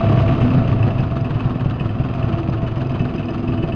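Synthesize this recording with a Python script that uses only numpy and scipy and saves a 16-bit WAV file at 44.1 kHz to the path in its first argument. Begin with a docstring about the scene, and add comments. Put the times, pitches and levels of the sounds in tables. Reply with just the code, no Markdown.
"""Small scooter settling to idle

A small two-stroke scooter settles from a blip to a lumpy idle, close by, over a tiled floor.
Every turn of the crank puffs into the exhaust, ringing its pipe, but only every second to fourth turn
fires with a full pop. Filtered noise makes the gas that rumbles, rasps, hums and whistles in the silencer.
Dying sines make the piston's knocks and the ticks of loose metal; the loudest pops overload the microphone."""
import sys
import numpy as np
from scipy import signal
from scipy.io import wavfile
from scipy.ndimage import uniform_filter1d

SR = 44100
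rng = np.random.default_rng(int(sys.argv[2]) if len(sys.argv) > 2 else 0)


def digitize_waveform(pressure):
    """Quantize a signal to 16-bit integers and store it at the path in sys.argv[1].

    Rows of a 2-D input are taken as channels; values are limited to [-1, 1].
    """
    field = np.atleast_2d(pressure).T
    bounded = np.clip(field, -1, 1)
    quanta = np.round(bounded * 32767).astype(np.int16)
    wavfile.write(sys.argv[1], SR, quanta)


N = 165375  # length in samples

# full firings of the engine: start_s [s], level_db [dB], turns_to_next [crank turns until the next firing]
FIRING_TIMES = [(0.0103, -8, 3), (0.0996, -2.5, 3), (0.1771, 4, 4), (0.2934, -0.5, 4), (0.4169, -1, 4),
                (0.5487, -1, 4), (0.6903, 2.5, 4), (0.8414, -5.5, 4), (0.9969, 1, 3), (1.1217, -8, 3),
                (1.2589, -8, 2), (1.3586, -2.5, 2), (1.4564, -2, 2), (1.5596, -5, 2), (1.6607, 3, 3),
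                (1.8101, -3.5, 4), (2.0014, 1.5, 3), (2.152, -9, 2), (2.2436, -1, 2), (2.3403, -4.5, 3),
                (2.490, -0.5, 3), (2.6317, -1.5, 3), (2.7717, -3.5, 3), (2.9093, -5, 2), (3.0068, -1.5, 3),
                (3.1512, -7, 3), (3.2976, -9, 4), (3.4902, -2, 3), (3.6395, -0.5, 3), (3.788, -3, 1)]


def amp(db):
    """Turns decibels into a gain."""
    return 10 ** (np.asarray(db) / 20)


def unit(x):
    """Scales a sound to rms 1."""
    return x / np.sqrt(np.mean(x ** 2) + 1e-20)


def add(mix, s, sound):
    """Mixes a sound in at time s, in seconds."""
    at = round(s * SR)
    sound = sound[max(-at, 0):]
    part = mix[max(at, 0):][:len(sound)]
    part += sound[:len(part)]


def colour(x, points):
    """Gives a sound the wanted spectrum with a filter that never sounds early; the result has rms 1."""
    points_hz, points_db = np.transpose(points)
    size = 8192
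    hz = abs(np.fft.fftfreq(size, 1 / SR))
    gain_db = np.interp(np.log(hz + 1), np.log(points_hz), points_db)
    # the Hilbert transform of the log gain gives the phase of a minimum-phase filter
    log_spectrum = signal.hilbert(np.log(amp(gain_db))).conj()
    taps = np.fft.ifft(np.exp(log_spectrum)).real[:size // 2]
    return unit(signal.fftconvolve(x, taps)[:N])


def resonate(x, hz, width_hz):
    """One resonance: each sample sets off a dying sine; the result has rms 1."""
    t = np.arange(SR // 2) / SR
    response = np.exp(-np.pi * width_hz * t) * np.sin(2 * np.pi * hz * t)
    return unit(signal.fftconvolve(x, response)[:N])


def ring(modes, scatter_db, detune, attack_s):
    """Struck metal or a pulsed pipe: dying sines, with level and pitch a little different each time."""
    t = np.arange(SR // 4) / SR
    onset = 1 - np.exp(-(t / attack_s) ** 2)
    out = np.zeros(len(t))
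    for hz, db, t60_s in modes:
        size = amp(db + scatter_db * rng.standard_normal())
        decay = np.exp(-np.log(1000) * t / t60_s)
        pitch_hz = hz * (1 + detune * rng.standard_normal())
        out += size * decay * np.sin(2 * np.pi * pitch_hz * t)
    return onset * out


def bursts(turns, lead_s, rise_s, fall_s, base, scatter_db, fired_db, next_db):
    """One swell per turn over a steady base; the fired turn and the one after it have their own strength."""
    t, out = np.arange(N) / SR, np.zeros(N)
    for s, k in turns:
        near = slice(max(int(s * SR) - SR // 10, 0), int(s * SR) + SR // 10)
        since_peak = t[near] - s + lead_s
        size = amp(scatter_db * rng.standard_normal() + fired_db * (k == 0) + next_db * (k == 1))
        out[near] += size * np.exp(-np.maximum(-since_peak / rise_s, since_peak / fall_s))
    return out + base


def grains(per_s, spread_db):
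    """Dense random clicks of uneven size, scaled to rms 1."""
    sizes = amp(spread_db * np.minimum(rng.exponential(1, N), 4))
    present = rng.random(N) < per_s / SR
    return unit(rng.standard_normal(N) * sizes * present)


def level(s, order):
    """Gain at time s, from one column of levels, as the engine slows and the microphone draws back."""
    # overall levels: start_s [s], puffs_db [dB], rasp_db [dB], clatter_db [dB]; puffs_db also sets the rumble
    rows = np.array([(0, 2, 7, 3.5), (0.252, 1, 6, 5.5), (0.55, 4.5, 7, 4), (0.721, 3, 4, 3),
                     (.87, 2, 4.5, 1), (1.2, -3, 1, -0.5), (1.43, -1, 4, -0.5), (1.601, -2.5, 1, 0),
                     (2.099, -1, 2.5, 1.5), (2.652, -3.5, 2, -0.5), (3.202, -2.5, 1, 1.5), (3.75, -3, 1, 1)])
    return amp(np.interp(s, rows[:, 0], rows[:, order]))


def crank():
    """Lists every crank turn before the last firing as (s, turns since a firing), spaced almost evenly."""
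    jitter_s = .0002
    turns = []
    for (start, _, count), (end, _, _) in zip(FIRING_TIMES, FIRING_TIMES[1:]):
        count = int(round(count))
        for k in range(count):
            jitter = (k > 0) * jitter_s * rng.standard_normal()  # the firings stay exactly in place
            turns.append((start + (end - start) * k / count + jitter, k))
    return turns


def exhaust(turns):
    """A pressure pulse rings the pipe: a full pop at a firing, else a puff, stronger just after a firing."""
    # ways the exhaust pipe rings: pitch_hz [Hz], firing_db [dB], puff_db [dB], t60_s [s to fall by 60 dB]
    pipe = np.array([(46, -31, -42, 0.034), (72.9, -25, -36, 0.74), (109.46, -27, -17.5, 0.28),
                     (131.24, -14.5, -23.5, 0.35), (154, -12, -29, 0.07), (243.5, -27.5, -36.5, 0.28),
                     (360, -36, -41.5, 0.059)])
    pop_modes, puff_modes = pipe[:, [0, 1, 3]], pipe[:, [0, 2, 3]]
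    lead_s, rise_s, scatter_db, after_firing_db = 0.002, 0.00083, 1, 1.5
    out = np.zeros(N)
    for s, db, _ in FIRING_TIMES:
        pop = ring(pop_modes, scatter_db, detune=0.0027, attack_s=rise_s)
        add(out, s - lead_s, -amp(db) * pop)
    for s, k in turns:
        if k:
            puff = ring(puff_modes, scatter_db, detune=0.016, attack_s=rise_s)
            add(out, s - lead_s, -level(s, order=1) * amp(after_firing_db * (k == 1)) * puff)
    return out


def gas(turns):
    """Turbulent gas leaves in gusts: a rumble, a rasp, and the silencer's hum and whistle."""
    gust = bursts(turns, lead_s=0.00067, rise_s=0.014, fall_s=0.021, base=0.99,
                  scatter_db=1, fired_db=5.0, next_db=5.0)
    return gas_rumble(gust) + gas_rasp(turns, gust) + silencer_hum(gust) + silencer_whistle(turns)


def gas_rumble(gust):
    """The low roar of the flow: noise that swells with the gusts."""
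    # spectrum of the rumble: pitch_hz [Hz], level_db [dB per Hz]
    spectrum = [(10, -13.5), (30, -9.5), (55, -12.5), (85, -11), (108, 5), (130, 5.5), (165, -1.5),
                (300, -7), (400, -14.5), (520, -19.5), (5000, -90)]
    rumble = colour(rng.standard_normal(N) * gust, spectrum) * amp(-21.5)
    return rumble * level(np.arange(N) / SR, order=1)


def gas_rasp(turns, gust):
    """The rough edge of the flow: random grains mixed with chuffs that repeat on every turn."""
    # spectrum of the rasp: pitch_hz [Hz], level_db [dB per Hz]
    spectrum = [(200, -5), (400, -2.5), (530, 0), (600, 3.5), (740, 5.5), (820, -3), (1180, 0),
                (1400, -4.5), (1600, -12), (1780, -10.5), (2100, -19.5), (4000, -24.5), (8500, -60)]
    t = np.arange(N) / SR
    revving, idle, settled_s = 1.0, 0.32, .9
    regular = np.interp(t, [0, settled_s], [revving, idle])  # the rasp is more regular at speed
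    rough = unit(grains(per_s=5600, spread_db=2.0) * gust)
    mixed = (rough + regular * chuffs(turns)) / np.hypot(1, regular)
    return colour(mixed, spectrum) * amp(-35) * amp(-0.5) * level(t, order=2)


def chuffs(turns, lead_s=0.0037, fall_s=0.013, fired_db=3):
    """The opening port sends the same scatter of echoes through the baffles on every turn."""
    t, out = np.arange(SR // 20) / SR, np.zeros(N)
    baffles = rng.standard_normal(len(t)) * np.exp(-t / fall_s)
    for s, k in turns:
        add(out, s - lead_s, amp(fired_db * (k == 0) + rng.standard_normal()) * baffles)
    return unit(out)


def silencer_hum(gust):
    """The gusting flow blows two resonances of the silencer, each with its own slow swell."""
    # the silencer's resonances: pitch_hz [Hz], width_hz [Hz], level_db [dB before the swell]
    resonances = [(249.4, 10, -32.5), (330, 27, -40.5)]
    # swell of the hum: start_s [s], low_tone_db [dB], high_tone_db [dB]
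    hum_swell = [(0, -4, 10.5), (0.381, 7.5, 8.5), (0.461, 14.5, 11), (.56, 13, -16), (.64, 0.5, 4),
                 (1.801, 0.5, 2.5), (2.6, -3, 11.5), (3.2, 9, 9.5), (3.75, 1.5, 13.5)]
    t = np.arange(N) / SR
    flow = rng.standard_normal(N) * gust
    times, *swells = np.transpose(hum_swell)
    hum = np.zeros(N)
    for (hz, width_hz, db), swell in zip(resonances, swells):
        hum += amp(db + np.interp(t, times, swell)) * resonate(flow, hz, width_hz)
    return hum


def silencer_whistle(turns):
    """A wavering tone blown in the silencer surges on every turn."""
    # level of the whistle: start_s [s], level_db [dB]
    whistle_level = [(0, -31), (.32, -30), (.37, -41), (.9, -34), (1.5, -48.5), (2.55, -35.5), (3.2, -40),
                     (3.75, -39)]
    surge = bursts(turns, lead_s=0, rise_s=.008, fall_s=.025, base=.1, scatter_db=4, fired_db=3, next_db=0)
    level_db = np.interp(np.arange(N) / SR, *np.transpose(whistle_level))
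    return unit(tone(hz=664) * surge) * amp(level_db)


def tone(hz):
    """A blown resonance: a sine that wavers a little in pitch."""
    wander_hz, wander_s = 13, .012  # rms size of the wavering, and the time it is smoothed over
    count = int(wander_s * SR)
    smooth = uniform_filter1d(uniform_filter1d(rng.standard_normal(N), count), count)
    return np.sin(2 * np.pi * np.cumsum(hz + wander_hz * unit(smooth)) / SR)


def clatter(turns):
    """Moving parts rattle finely on every turn: dense grains that swell with the shaking."""
    # spectrum of the clatter: pitch_hz [Hz], level_db [dB per Hz]
    spectrum = [(700, -8.5), (1500, 0), (2250, 5), (2600, 10.5), (3000, 5.5), (3350, -1.5), (4100, -14),
                (4950, -5.5), (5450, -22), (6200, -15), (6800, -26.5), (7700, -31.5), (8400, -27.5)]
    shake = bursts(turns, lead_s=0.014, rise_s=0.00081, fall_s=0.032, base=0.24,
                   scatter_db=0, fired_db=5.0, next_db=3)
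    rattle = colour(grains(per_s=2500, spread_db=1.5) * shake, spectrum) * amp(-46)
    return rattle * level(np.arange(N) / SR, order=3)


def spit(turns):
    """A sharp burst of crackling grains on the turn after each firing."""
    # spectrum of the spit: pitch_hz [Hz], level_db [dB per Hz]
    spectrum = [(400, 3), (1300, 24.5), (2100, 5), (3000, 9), (4600, -0.5), (5500, -14), (6400, -12.5),
                (7200, -21), (8400, -24)]
    after = [(s, k) for s, k in turns if k == 1]
    jet = bursts(after, lead_s=0.0014, rise_s=.002, fall_s=0.0075, base=0,
                 scatter_db=1, fired_db=0, next_db=0)
    crackle = grains(per_s=5000, spread_db=1)
    return colour(crackle * jet, spectrum) * amp(-46)


def metal(turns):
    """The piston rings the cylinder with a soft knock around 16 ms before each puff, and sometimes a hard one."""
    # hard piston knocks: start_s [s], level_db [dB before the gain below]
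    hard_knocks = [(0.063, -25), (0.173, -27), (0.2867, -26.5), (0.414, -26), (0.5035, -28.5),
                   (0.826, -21.5), (0.9851, -24), (1.2448, -25), (1.398, -23.5), (1.7388, -28),
                   (1.7958, -19), (1.8906, -25), (2.2254, -26.5), (2.325, -28.5), (2.9973, -24),
                   (3.0858, -29.5), (3.1797, -27), (3.2268, -27.5), (3.283, -26), (3.474, -27),
                   (3.519, -26), (3.5768, -23.5), (3.6261, -22.5), (3.7206, -22.5)]
    # ways the cylinder rings: pitch_hz [Hz], level_db [dB], t60_s [s to fall by 60 dB]
    cylinder = [(1750, -11, 0.072), (2600, -7, 0.098), (2692, 2.5, 0.021), (2810, -10.5, 0.024),
                (2977, -8.5, 0.069), (4910, -24.5, 0.043), (8100, -33.5, 0.031)]
    hard_gain_db, soft_db, lead_s = -3, -37.5, 0.016
    out = np.zeros(N)
    for s, db in hard_knocks:
        knock = ring(cylinder, scatter_db=2, detune=0.013, attack_s=0.0021)
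        add(out, s, amp(db + hard_gain_db) * knock)
    for s, _ in turns:
        late, size = rng.standard_normal(2)
        knock = ring(cylinder, scatter_db=3, detune=.03, attack_s=.003)
        add(out, s - lead_s + 0.0035 * late, amp(soft_db + 2 * size) * knock)
    return out


def ticks():
    """A loose metal part close to the microphone ticks, short and dry: two quickly dying sines."""
    # ticks of the loose part: start_s [s], level_db [dB before the gain below]
    tick_times = [(0.5014, -59), (1.0051, -57), (1.2087, -57), (2.152, -67), (2.2525, -65), (2.3501, -66),
                  (2.3994, -59), (2.4972, -57), (2.7781, -61), (2.869, -59.5), (2.9168, -61), (3.016, -59),
                  (3.1592, -55.5), (3.181, -61), (3.2555, -59), (3.3049, -55), (3.4018, -62.5),
                  (3.499, -67)]
    # ways the part rings: pitch_hz [Hz], level_db [dB], t60_s [s to fall by 60 dB]
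    part_modes = [(4945, 7, .023), (6000, -2.5, 0.024)]
    gain_db = 11
    out = np.zeros(N)
    for s, db in tick_times:
        add(out, s, amp(db + gain_db) * ring(part_modes, scatter_db=1, detune=0.005, attack_s=0.0013))
    return out


def walls(x):
    """Short scattered echoes of all but the low sound, from the floor and a nearby wall."""
    echo_db, t60_s = -10, 0.31
    t = np.arange(SR // 3) / SR
    signs = rng.choice([-1., 1.], len(t))
    present = (rng.random(len(t)) < 2000 / SR) * (t > .004)  # about 2000 echoes a second, after 4 ms
    taps = signs * present * np.exp(-np.log(1000) * t / t60_s)
    bright = signal.sosfilt(signal.butter(2, 400, "high", fs=SR, output="sos"), x)
    return amp(echo_db) * signal.fftconvolve(bright, taps / np.linalg.norm(taps))[:N]


def scene():
    """All the engine's sounds follow one crank; the loose part ticks on its own, without echoes."""
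    turns = crank()
    engine = exhaust(turns) + gas(turns) + clatter(turns) + spit(turns) + metal(turns)
    return (engine + walls(engine) + ticks())[None]


def record(dry):
    """The microphone drops the deepest bass and rounds off the highest peaks; then the treble is cut."""
    low_cut_hz, overload, edge_hz = 5.9, .45, 8600  # overload: the height that peaks cannot pass
    lean = signal.sosfilt(signal.butter(1, low_cut_hz, "high", fs=SR, output="sos"), dry)
    rounded = lean / (1 + (lean / overload) ** 8) ** (1 / 8)
    treble_cut = signal.firwin(511, edge_hz, window=("kaiser", 9), fs=SR)
    return signal.oaconvolve(rounded, treble_cut[None], "same")


dry = scene()
out = record(dry)
digitize_waveform(out)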